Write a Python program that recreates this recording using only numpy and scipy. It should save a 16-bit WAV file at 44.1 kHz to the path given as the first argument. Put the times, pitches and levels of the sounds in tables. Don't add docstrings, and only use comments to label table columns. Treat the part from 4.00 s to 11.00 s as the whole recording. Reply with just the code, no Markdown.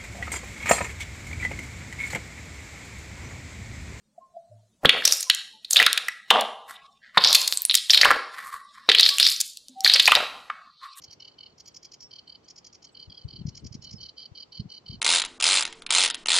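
import sys
import numpy as np
from scipy import signal
from scipy.fft import rfft, irfft
from scipy.io import wavfile
from scipy.ndimage import uniform_filter1d, minimum_filter1d, map_coordinates

SR = 44100
rng = np.random.default_rng(int(sys.argv[2]) if len(sys.argv) > 2 else 0)


def int16_out(signal):
    q = np.round(np.clip(np.atleast_2d(signal).T, -1, 1) * 32767)
    wavfile.write(sys.argv[1], SR, q.astype(np.int16))


N = 308700
TIME = np.arange(N) / SR

# [t/s, relative level/dB, final pitch f/Hz, swell time/s, relative skin snap/dB]
AIR_POCKETS = [(0.8477, -8, 1494, 0.0025, -31.5), (0.8508, -14, 231.5, .002, -34),
               (0.8555, -2.5, 3630, 0.0019, -25), (0.892, 6.5, 3380, 0.0018, -22),
               (1.0511, 1.5, 6340, .003, -10.5), (1.0748, -6.5, 6500, 0.0023, -8.5),
               (1.1228, 3.5, 6240, 0.00099, -9), (1.2052, -18, 10800, .003, -7.5),
               (1.2265, -20, 7030, .003, -3), (1.2985, 3.5, 3974, 0.0015, -14.5),
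               (1.2991, -4, 3155, 0.0015, -32.5), (1.3478, -18.5, 7460, 0.00093, 1.5),
               (1.645, -27.5, 4670, 0.0038, -17.5), (1.7079, -11, 10670, 0.0021, -3.5),
               (1.759, -6.5, 3650, 0.0025, -31), (1.766, 3.5, 4130, .0023, -14),
               (1.7903, -8, 3260, .0014, -24), (1.7991, -5.5, 2150, 0.0027, -15),
               (1.827, 3, 2800, 0.00064, -18), (1.8629, -3, 4115, 0.0024, -9),
               (1.8662, -1, 1910, .001, -27.5), (1.9297, -8.5, 3650, 0.00059, 0.5),
               (1.9747, -8.5, 3925, 0.0028, -14), (2.0828, -14.5, 2030, 0.0022, -10),
               (2.303, 0.5, 3337, 0.0028, -15), (2.3101, -3, 1063, 0.0014, -20),
               (2.3574, -5, 930, .0018, -59), (2.409, -39.5, 6660, 0.0017, 20),
               (3.172, -17.5, 503, .002, -36), (3.1719, -1, 1110, 0.0025, -29.5),
               (3.1757, -3.5, 4274, .003, -34.5), (3.239, 8.5, 4960, 0.00074, -27),
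               (3.2458, -5, 5190, .003, -27), (3.2739, 5.5, 5400, 0.00037, -19.5),
               (3.328, -4, 4520, 0.0016, -2), (3.3471, 2.5, 4610, 0.0034, -5),
               (3.413, -13, 5580, .003, -9.5), (3.4748, -14, 5000, 0.0034, -1),
               (3.5248, -4, 4380, 0.00026, -3.5), (3.5726, -9, 8650, 0.0011, -9),
               (3.6198, -8, 14800, .0004, -12), (3.6516, -4.5, 10640, 0.00062, -12.5),
               (3.6967, -7, 4550, 0.001, -37.5), (3.7014, -3, 4250, 0.00058, -38),
               (3.7112, -2, 4160, 0.00054, -22.5), (3.7423, -6.5, 4140, .0014, -5.5),
               (3.75, -13, 3865, 0.003, 7), (3.7741, -14, 5000, .0007, -6.5),
               (3.897, -6.5, 3770, 0.0016, -22), (3.904, 8, 5580, 0.0015, -37.5),
               (3.9317, -6, 4500, 0.0039, -21.5), (3.9446, 4, 4440, 0.0017, -15.5),
               (3.9729, -5.5, 4190, 0.003, -17.5), (4.0122, 5, 4940, .0023, -21.5),
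               (4.0326, 1.5, 2250, 0.00074, -18.5), (4.0462, -6, 3310, 0.0021, -12),
               (4.0524, -2.5, 1180, 0.0031, -19.5), (4.1125, -2, 1487, .0011, -16),
               (4.8874, -17, 470, .002, -41.5), (4.8891, -9, 1128, 0.00049, -42),
               (4.8889, -3, 4600, 0.0024, -32), (4.8957, -1, 3830, .0023, -38),
               (4.9153, -2.5, 4080, 0.0021, -46), (4.947, -5.5, 3580, 0.0029, -17.5),
               (4.995, 2, 4852, 0.0027, -18.5), (5.009, -5.5, 4550, 0.00055, 0),
               (5.0302, 7.5, 4590, 0.00099, -27), (5.054, -4.5, 5200, .0004, -24),
               (5.0606, -5.5, 4870, .003, -21), (5.0886, -6, 5050, 0.0027, -13.5),
               (5.184, -8, 3150, 0.00055, 0), (5.1983, 4, 4080, .0014, -7),
               (5.2648, -2.5, 5300, 0.0021, -29.5), (5.2865, -6.5, 5480, 0.0012, -24.5),
               (5.4001, -23, 6084, 0.0056, 5.5), (5.41, -16.5, 6490, 0.00244, 4.5),
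               (5.571, -29.5, 4740, 0.0016, -3.5), (5.684, -28, 6800, 0.00035, -3),
               (5.806, -23.5, 6100, 0.00114, -3.5), (5.8462, 8.5, 4680, 0.001, -14.5),
               (5.8607, -9.5, 2114, 0.0026, -25), (5.8763, -2.5, 4800, 0.00089, -20.5),
               (5.8971, -2, 4320, 0.0018, -27), (5.9362, 9.5, 5136, 0.0013, -12.5),
               (5.957, -9.5, 3927, 0.004, -17), (5.996, 2.5, 4284, 0.003, -19.5),
               (6.0565, 6.5, 4930, 0.00025, -17.5), (6.075, -1, 2962, 0.0033, -13.5),
               (6.081, -5.5, 1020, 0.0016, -33), (6.1178, -1, 3464, 0.0027, -17.5),
               (6.1208, 0, 1310, 0.0011, -32.5), (6.1517, 3.5, 4140, 0.00097, -14),
               (6.4987, -16.5, 1316, 0.0024, -49)]
# [start t/s, length/s, then relative level/dB of large gurgles, small bubbles, sticky skin]
CLOSINGS = [(0.904, 0.22, -30, -42, -51), (1.035, .22, -38.5, -26.5, -28), (3.198, 0.35, -29, -20, -32),
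            (3.472, 0.16, -60.5, -69, -33), (4.886, 0.44, -42, -20, -36), (5.198, 0.22, -59, -17, -29),
            (5.399, 0.14, -71.5, -45.5, -42)]
OPENINGS = [(1.704, 0.16, -22.5, -22.5, -27), (1.85, 0.25, -48, -56.5, -59),
            (3.735, 0.077, -72, -25.5, -31.5), (3.892, .29, -18.5, -27, -33),
            (5.838, .18, -33.5, -22.5, -34.5), (6.02, 0.23, -21.5, -32, -34.5)]


def amp(db):
    return 10 ** (np.asarray(db) / 20)


def unit(x):
    return x / np.sqrt(np.mean(x ** 2) + 1e-20)


def read(points, hz):
    f, value = np.transpose(points)
    return np.interp(np.log(hz + 1), np.log(f + 1), value)


def colour(x, points):
    gain = amp(read(points, np.fft.rfftfreq(len(x), 1 / SR)))
    return irfft(rfft(x) * gain, len(x))


def noise(points):
    return unit(colour(rng.standard_normal(N), points))


def level(points):
    s, db = np.transpose(points)
    return amp(np.interp(TIME, s, db, left=-100))


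def add(mix, s, sound):
    part = mix[max(round(s * SR), 0):][:len(sound)]
    part += sound[:len(part)]


def swell(t, rise_s):
    u = t / rise_s
    return (u * np.exp(1 - u)) ** 2


def chirp(t, hz, rise_s, glide_octaves, glide_time=1.1):
    pitch_hz = hz * 2 ** (-glide_octaves * np.exp(-t / (rise_s * glide_time)))
    return np.exp(2j * np.pi * (np.cumsum(pitch_hz) / SR + rng.random()))


def rumble(rumble_db=-3.0):
    # [f/Hz, level/dB]
    floor_colour = [(20, -20.5), (50, -12), (100, -17), (220, -3), (400, -11), (1000, -8), (4000, -16),
                    (16000, -25)]
    # [t/s, relative level/dB]
    floor_level = [(0.0, -59), (0.99, -57), (1.15, -58.5), (5.63, -58.5), (6.18, -47), (7.0, -68)]
    return amp(rumble_db) * noise(floor_colour) * level(floor_level)


def uneven(tail, ripple_db=1.5, ripple_hz=70):
    z = rfft(tail)
    width_bins = round(ripple_hz * len(tail) / SR)
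    ripple = unit(uniform_filter1d(rng.standard_normal(len(z)), size=width_bins))
    return irfft(z * unit(amp(ripple_db * ripple.clip(-2, 2))), len(tail))


def ringing(ring_db=-1, ring_t60_s=0.39):
    # [f/Hz, relative level/dB]
    room_modes = [(532, 2.5), (603, 7.5), (706, 3), (769, 6.5), (858, 0.5), (1055, 6.5), (1162, 4.5),
                  (1465, 10), (1706, 3.5), (1932, 7), (2102, 3.5), (2517, 4.5), (3243, -0.5), (3526, 5.5)]
    t = TIME[:SR]
    fade = amp(-60 * t / ring_t60_s)
    modes = sum(amp(db) * np.sin(2 * np.pi * (hz * t + rng.random())) for hz, db in room_modes)
    return amp(ring_db) * 2 * modes * fade / fade.sum()


def room(x, wet_db=-7.0, build_s=0.007, first_db=-7, flutter_s=0.036, flutter=0.1):
    # [f/Hz, T60/s]
    room_t60 = [(250, 0.13), (700, 0.94), (1700, 0.55), (4000, 0.5), (8000, 0.47), (15000, 0.9)]
    # [f/Hz, level/dB]
    room_colour = [(60, -17), (250, 10), (600, -7), (1500, -3), (3800, -3), (6000, -4.5), (10000, -10),
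                   (16000, -24)]
    t = TIME[:SR]
    taps = rng.choice([-1., 1.], SR) * (rng.random(SR) < 2000 / SR)
    taps = sum(flutter ** k * np.roll(taps, round(k * flutter_s * SR)) for k in range(5))
    taps *= amp(np.interp(t, [0, build_s], [first_db, 0])) * (t > .003)
    hz, at, z = signal.stft(taps, SR, nperseg=256)
    decay = amp(-60 * at / read(room_t60, hz)[:, None])
    tail = signal.istft(z * decay, SR, nperseg=256)[1][:SR]
    mid_decay = amp(-60 * t / room_t60[2][1])
    strength = np.sqrt(np.sum((taps * mid_decay) ** 2))
    response = uneven(tail / strength) + ringing()
    return amp(wet_db) * colour(signal.fftconvolve(x, response)[:N], room_colour)


def tray(x, delay_s=.0016, echo_db=-12.5):
    # [f/Hz, level/dB]
    tray_colour = [(300, 2), (1500, -1), (4000, -16), (10000, -7.5)]
    echo = np.interp(TIME - delay_s, TIME, colour(x, tray_colour), left=0)
    return x + amp(echo_db) * echo


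def blips():
    # [t/s, level/dB, pitch f/Hz, swell time/s]
    blip_rows = [(0.178, -38.5, 688, 0.0062), (0.205, -47.5, 1060, 0.023), (0.335, -42.5, 680, 0.034),
                 (0.364, -32.5, 679, 0.0071), (0.485, -48, 108, 0.062), (0.51, -47, 612, 0.0091),
                 (1.265, -44, 1027, .012), (1.53, -52, 875.6, 0.02), (3.172, -26.5, 185, 0.0071),
                 (5.098, -37, 1136, 0.03), (5.69, -46.5, 255.5, 0.014), (5.752, -36, 770, 0.045)]
    out, t = np.zeros(N), TIME[:SR // 2]
    for s, db, hz, rise_s in blip_rows:
        add(out, s, amp(db) * swell(t, rise_s) * np.sin(2 * np.pi * hz * t))
    return out


def pushes():
    # [t/s, level/dB, swell time/s]
    push_rows = [(0.83, -32, 0.0087), (0.8522, -6.5, 0.0013), (1.748, -55, 0.0067), (3.172, -41.5, 0.002),
                 (4.051, -26, 0.0039), (4.112, -30, 0.0059), (5.197, -43, 0.0084), (5.846, -34, 0.0057)]
    # [f/Hz, level/dB]
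    push_colour = [(20, -4.5), (90, -14.5), (250, -8.5), (600, -1), (1200, -12.5), (3000, -37)]
    gain = np.zeros(N)
    for s, db, rise_s in push_rows:
        add(gain, s, amp(db) * swell(TIME[:SR // 2], rise_s))
    return gain * noise(push_colour)


def rubbing(order):
    # [t/s, swell time/s, then relative level/dB of palm rub, thread rasp, hiss]
    rub_rows = [(2.675, 0.025, -46, -38, -46.5), (2.78, 0.061, -61, -70, -89),
                (3.013, 0.038, -86, -43, -89), (3.135, 0.029, -49, -35, -67), (4.3, 0.11, -51, -36.5, -55),
                (4.438, 0.029, -40, -50, -44.5), (4.518, 0.031, -44, -50, -55),
                (4.72, 0.056, -56, -47, -67), (6.42, 0.099, -87.5, -48.5, -89),
                (6.65, 0.019, -54, -59, -97), (6.8, 0.045, -47, -47, -64.5), (6.95, 0.04, -60, -51, -43)]
    gain = np.zeros(N)
    for s, rise_s, *db in rub_rows:
        add(gain, s, amp(db[order]) * swell(TIME[:SR], rise_s))
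    return gain


def net(rub_db=3.5, rasp_db=-5.5, hiss_db=-2.5, slips_per_s=3000, spread_db=-2.5, grip_db=3):
    # [f/Hz, level/dB]
    rub_colour = [(500, -21.5), (880, -18), (1080, 16.5), (1220, 8.5), (1450, -11), (2000, -37.5)]
    # [f/Hz, level/dB]
    rasp_colour = [(900, -38), (1350, 1.5), (1600, 6.5), (1950, 6), (2600, -8.5), (4500, -8), (8000, -38)]
    # [f/Hz, level/dB]
    hiss_colour = [(2500, -26), (4500, -1.5), (8000, 15), (14000, 10.5), (16000, -27.5)]
    slips = (rng.random(N) < slips_per_s / SR) * rng.standard_normal(N)
    slips *= amp(spread_db * np.minimum(rng.exponential(1, N), 4))
    grip = unit(uniform_filter1d(rng.standard_normal(N), size=900))
    slips *= amp(grip_db * grip)
    parts = [(rub_db, rub_colour), (rasp_db, rasp_colour), (hiss_db, hiss_colour)]
    return sum(amp(db) * unit(colour(slips, points)) * rubbing(k) for k, (db, points) in enumerate(parts))


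def bubbles(low_hz, high_hz, per_s, cycles, spread_db, count=24):
    t, out = TIME[:600], np.zeros(N)
    fired = rng.random(N) < per_s / SR
    size = np.minimum(rng.exponential(1, N), 3)
    kind = rng.integers(0, count, N)
    clicks = amp(spread_db * size) * rng.choice([-1, 1], N)
    for k, hz in enumerate(np.geomspace(low_hz, high_hz, count)):
        rise_s = cycles / hz
        grain = unit(swell(t, rise_s) * chirp(t, hz, rise_s, glide_octaves=0.32).real)
        for at in np.flatnonzero(fired & (kind == k)):
            add(out, at / SR, clicks[at] * grain)
    return unit(out)


def gulp(gulp_db=-3):
    # [t/s, relative level/dB]
    gulp_level = [(2.31, -20), (2.39, -15.5), (2.47, -35.5)]
    # [f/Hz, level/dB]
    gulp_colour = [(120, -59.5), (200, -7), (333, -29.5), (401, -18), (790, -5), (908, -7), (1180, -7.5),
                   (1290, -20), (2630, -20), (3370, -6.5), (4380, -24), (8000, -37.5), (10400, -88),
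                   (17600, -120)]
    swarm = bubbles(low_hz=372, high_hz=4940, per_s=770, cycles=1.0, spread_db=-2.5)
    gurgle = unit(colour(swarm, gulp_colour))
    return amp(gulp_db) * gurgle * level(gulp_level) * (TIME < gulp_level[-1][0])


def effort(order, edge_s=0.0083):
    squeeze_crest = (.22, 0.25, .46)
    release_crest = (0.69, .5, 0.16)
    squeeze_fall_db, release_fall_db = (43, 40.5, 41), (48.5, 37, 30.5)
    gain = np.zeros(N)
    for strokes, crest, fall_db in ((CLOSINGS, squeeze_crest, squeeze_fall_db),
                                    (OPENINGS, release_crest, release_fall_db)):
        for start_s, length_s, *db in strokes:
            t = np.arange(-edge_s / 2, length_s + edge_s / 2, 1 / SR)
            inside = np.clip(np.minimum(t, length_s - t) / edge_s + .5, 0, 1)
            off_crest = abs(t / length_s - crest[order])
            add(gain, start_s + t[0], inside * amp(db[order] - fall_db[order] * off_crest))
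    return gain


def bouts(depth_db, length_s):
    drift = unit(uniform_filter1d(rng.standard_normal(N), size=round(length_s * SR)))
    return unit(amp(depth_db * drift.clip(-2.5, 2.5)))


def stretched(x, bend_octaves=.5, usual=.7):
    # [t/s, stretch from 0 slack to 1 tight]
    stretch = [(0.85, 0.097), (1.1, 0.97), (1.7, 0.83), (2.1, 0.17), (3.17, 0.26), (3.3, 1), (3.74, 0.79),
               (4.15, .2), (4.9, .1), (5.06, 0.78), (5.5, 0.97), (5.85, 0.52), (6.2, 0.32)]
    speed = 2 ** (bend_octaves * (np.interp(TIME, *np.transpose(stretch)) - usual))
    return map_coordinates(x, [np.cumsum(speed) % (N - 1)], order=3)


def squelch(gurgle_db=-3):
    large = bubbles(low_hz=548, high_hz=2873, per_s=1000, cycles=1.0, spread_db=6.5)
    small = bubbles(low_hz=3598, high_hz=5500, per_s=1300, cycles=2.3, spread_db=3.5)
    sticky = bubbles(low_hz=7130, high_hz=14700, per_s=2800, cycles=4.6, spread_db=2.5)
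    gurgles = amp(gurgle_db) * large * effort(order=0)
    crackle = stretched(small) * effort(order=1)
    skin = sticky * effort(order=2) * bouts(depth_db=4.5, length_s=.003)
    return gurgles + crackle + skin


def satellites(size_db=-19, spread_db=1.5, scatter_s=0.0029, lag_s=0.0089, detune_octaves=0.2, cycles=2.7,
               count=7):
    t, out = TIME[:600], np.zeros(N)
    for s, db, hz, *_ in AIR_POCKETS:
        for when, size, pitch in rng.standard_normal((count, 3)).clip(-2, 2):
            own_hz = min(hz * 2 ** (detune_octaves * pitch), SR / 3)
            rise_s = cycles / own_hz
            ring = swell(t, rise_s) * chirp(t, own_hz, rise_s, glide_octaves=0.12).real
            add(out, s + lag_s + scatter_s * when, amp(db + size_db + spread_db * size) * ring)
    return out


def stray_pops(count=6, above_db=8, spread_db=7.5, detune_octaves=0.16, swell_s=0.0012):
    # [pitch f/Hz, relative skin snap/dB]
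    strays = [(1500, -24), (4300, -19), (9000, -4.5)]
    rows, busy = [], np.array([effort(order=k) for k in range(3)]) + 1e-9
    pitches_hz, snaps_db = np.transpose(strays)
    for start_s, length_s, *_ in CLOSINGS + OPENINGS:
        times = start_s + length_s * (np.arange(count) + rng.random(count)) / count
        for s, (size, pitch, slow) in zip(times, rng.standard_normal((count, 3)).clip(-2, 2)):
            power = busy[:, round(s * SR)] ** 2
            share = power / power.sum()
            db = 10 * np.log10(power.sum()) + above_db + spread_db * size
            hz = 2 ** (share @ np.log2(pitches_hz) + detune_octaves * pitch)
            rows.append((s, db, hz, swell_s * 2 ** (slow / 2), share @ snaps_db))
    return rows


def pops(rows, froth_time_s=0.0013, froth_width=0.12, least_width_hz=450, snap_db=6, snap_length=0.71,
         pop_db=0.5, glide_octaves=0.4574):
    # [f/Hz, level/dB]
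    froth_colour = [(100, -38.5), (400, -25.5), (1000, -10), (1700, 2), (4300, 0), (5800, -10),
                    (9000, -3.5), (16000, -11)]
    # [f/Hz, level/dB]
    snap_colour = [(1500, -36), (4000, 10), (7000, 9.5), (12000, 3.5), (16000, -6.5)]
    # [f/Hz, level/dB]
    pocket_colour = [(40, -6), (110, -11), (220, 0), (16000, -0.5)]
    t = TIME[:1024]
    rings, froths, snaps = np.zeros((3, N))
    crack = noise(snap_colour)
    for k, (s, db, hz, rise_s, skin_db) in enumerate(rows):
        shape = amp(db) * swell(t, rise_s)
        turn = chirp(t, hz, rise_s, glide_octaves)
        r = np.exp(-np.pi * (least_width_hz + froth_width * hz) / SR)
        a, b = rng.standard_normal((2, 2 * len(t)))
        blur = signal.lfilter([1], np.poly([r, r ** 4]), a + 1j * b)[len(t):]
        blur /= np.sqrt(np.average(abs(blur) ** 2, weights=shape ** 2))
        froth = rise_s ** 2 / (rise_s ** 2 + froth_time_s ** 2)
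        add(rings, s, np.sqrt(1 - froth) * shape * turn.real)
        add(froths, s, np.sqrt(froth) * shape * (blur * turn).real)
        snap_shape = amp(db + skin_db + snap_db) * swell(t, rise_s * snap_length)
        snap = snap_shape * crack[k * len(t):][:len(t)] / 2
        add(snaps, s + rise_s * (1 - snap_length) / 2, snap)
    return amp(pop_db) * colour(rings + colour(froths, froth_colour) + snaps, pocket_colour)


def scene():
    gel = gulp() + squelch() + satellites() + pops(AIR_POCKETS + stray_pops())
    close = tray(blips() + pushes() + net() + gel)
    mono = rumble() + room(close) + close
    return np.array([mono, mono])


def suppress(x, depth_db=-20):
    # [f/Hz, level/dB]
    quiet = [(100, -92.5), (250, -74.5), (500, -82.5), (1100, -72), (2000, -74), (4000, -85), (8000, -91.5),
             (16000, -87.5)]
    hz, _, z = signal.stft(x, SR, nperseg=1024, noverlap=768)
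    power = abs(uniform_filter1d(abs(z) ** 2, size=7, axis=-1))
    over = (power / amp(read(quiet, hz))[:, None] ** 2) ** 2
    gain = np.maximum(over / (1 + over), amp(depth_db))
    return signal.istft(z * gain, SR, nperseg=1024, noverlap=768)[1][:, :N]


def record(dry, drive_db=-0.5, ceiling=0.93, edge_hz=16100):
    x = suppress(dry) * amp(drive_db)
    gain = np.minimum(1, ceiling / (abs(x).max(0) + 1e-9))
    gain = uniform_filter1d(minimum_filter1d(gain, size=45), size=45)
    lowpass = signal.firwin(255, edge_hz, window=("kaiser", 9), fs=SR)
    return signal.oaconvolve(x * gain, lowpass[None], "same")


dry = scene()
out = record(dry)
int16_out(out)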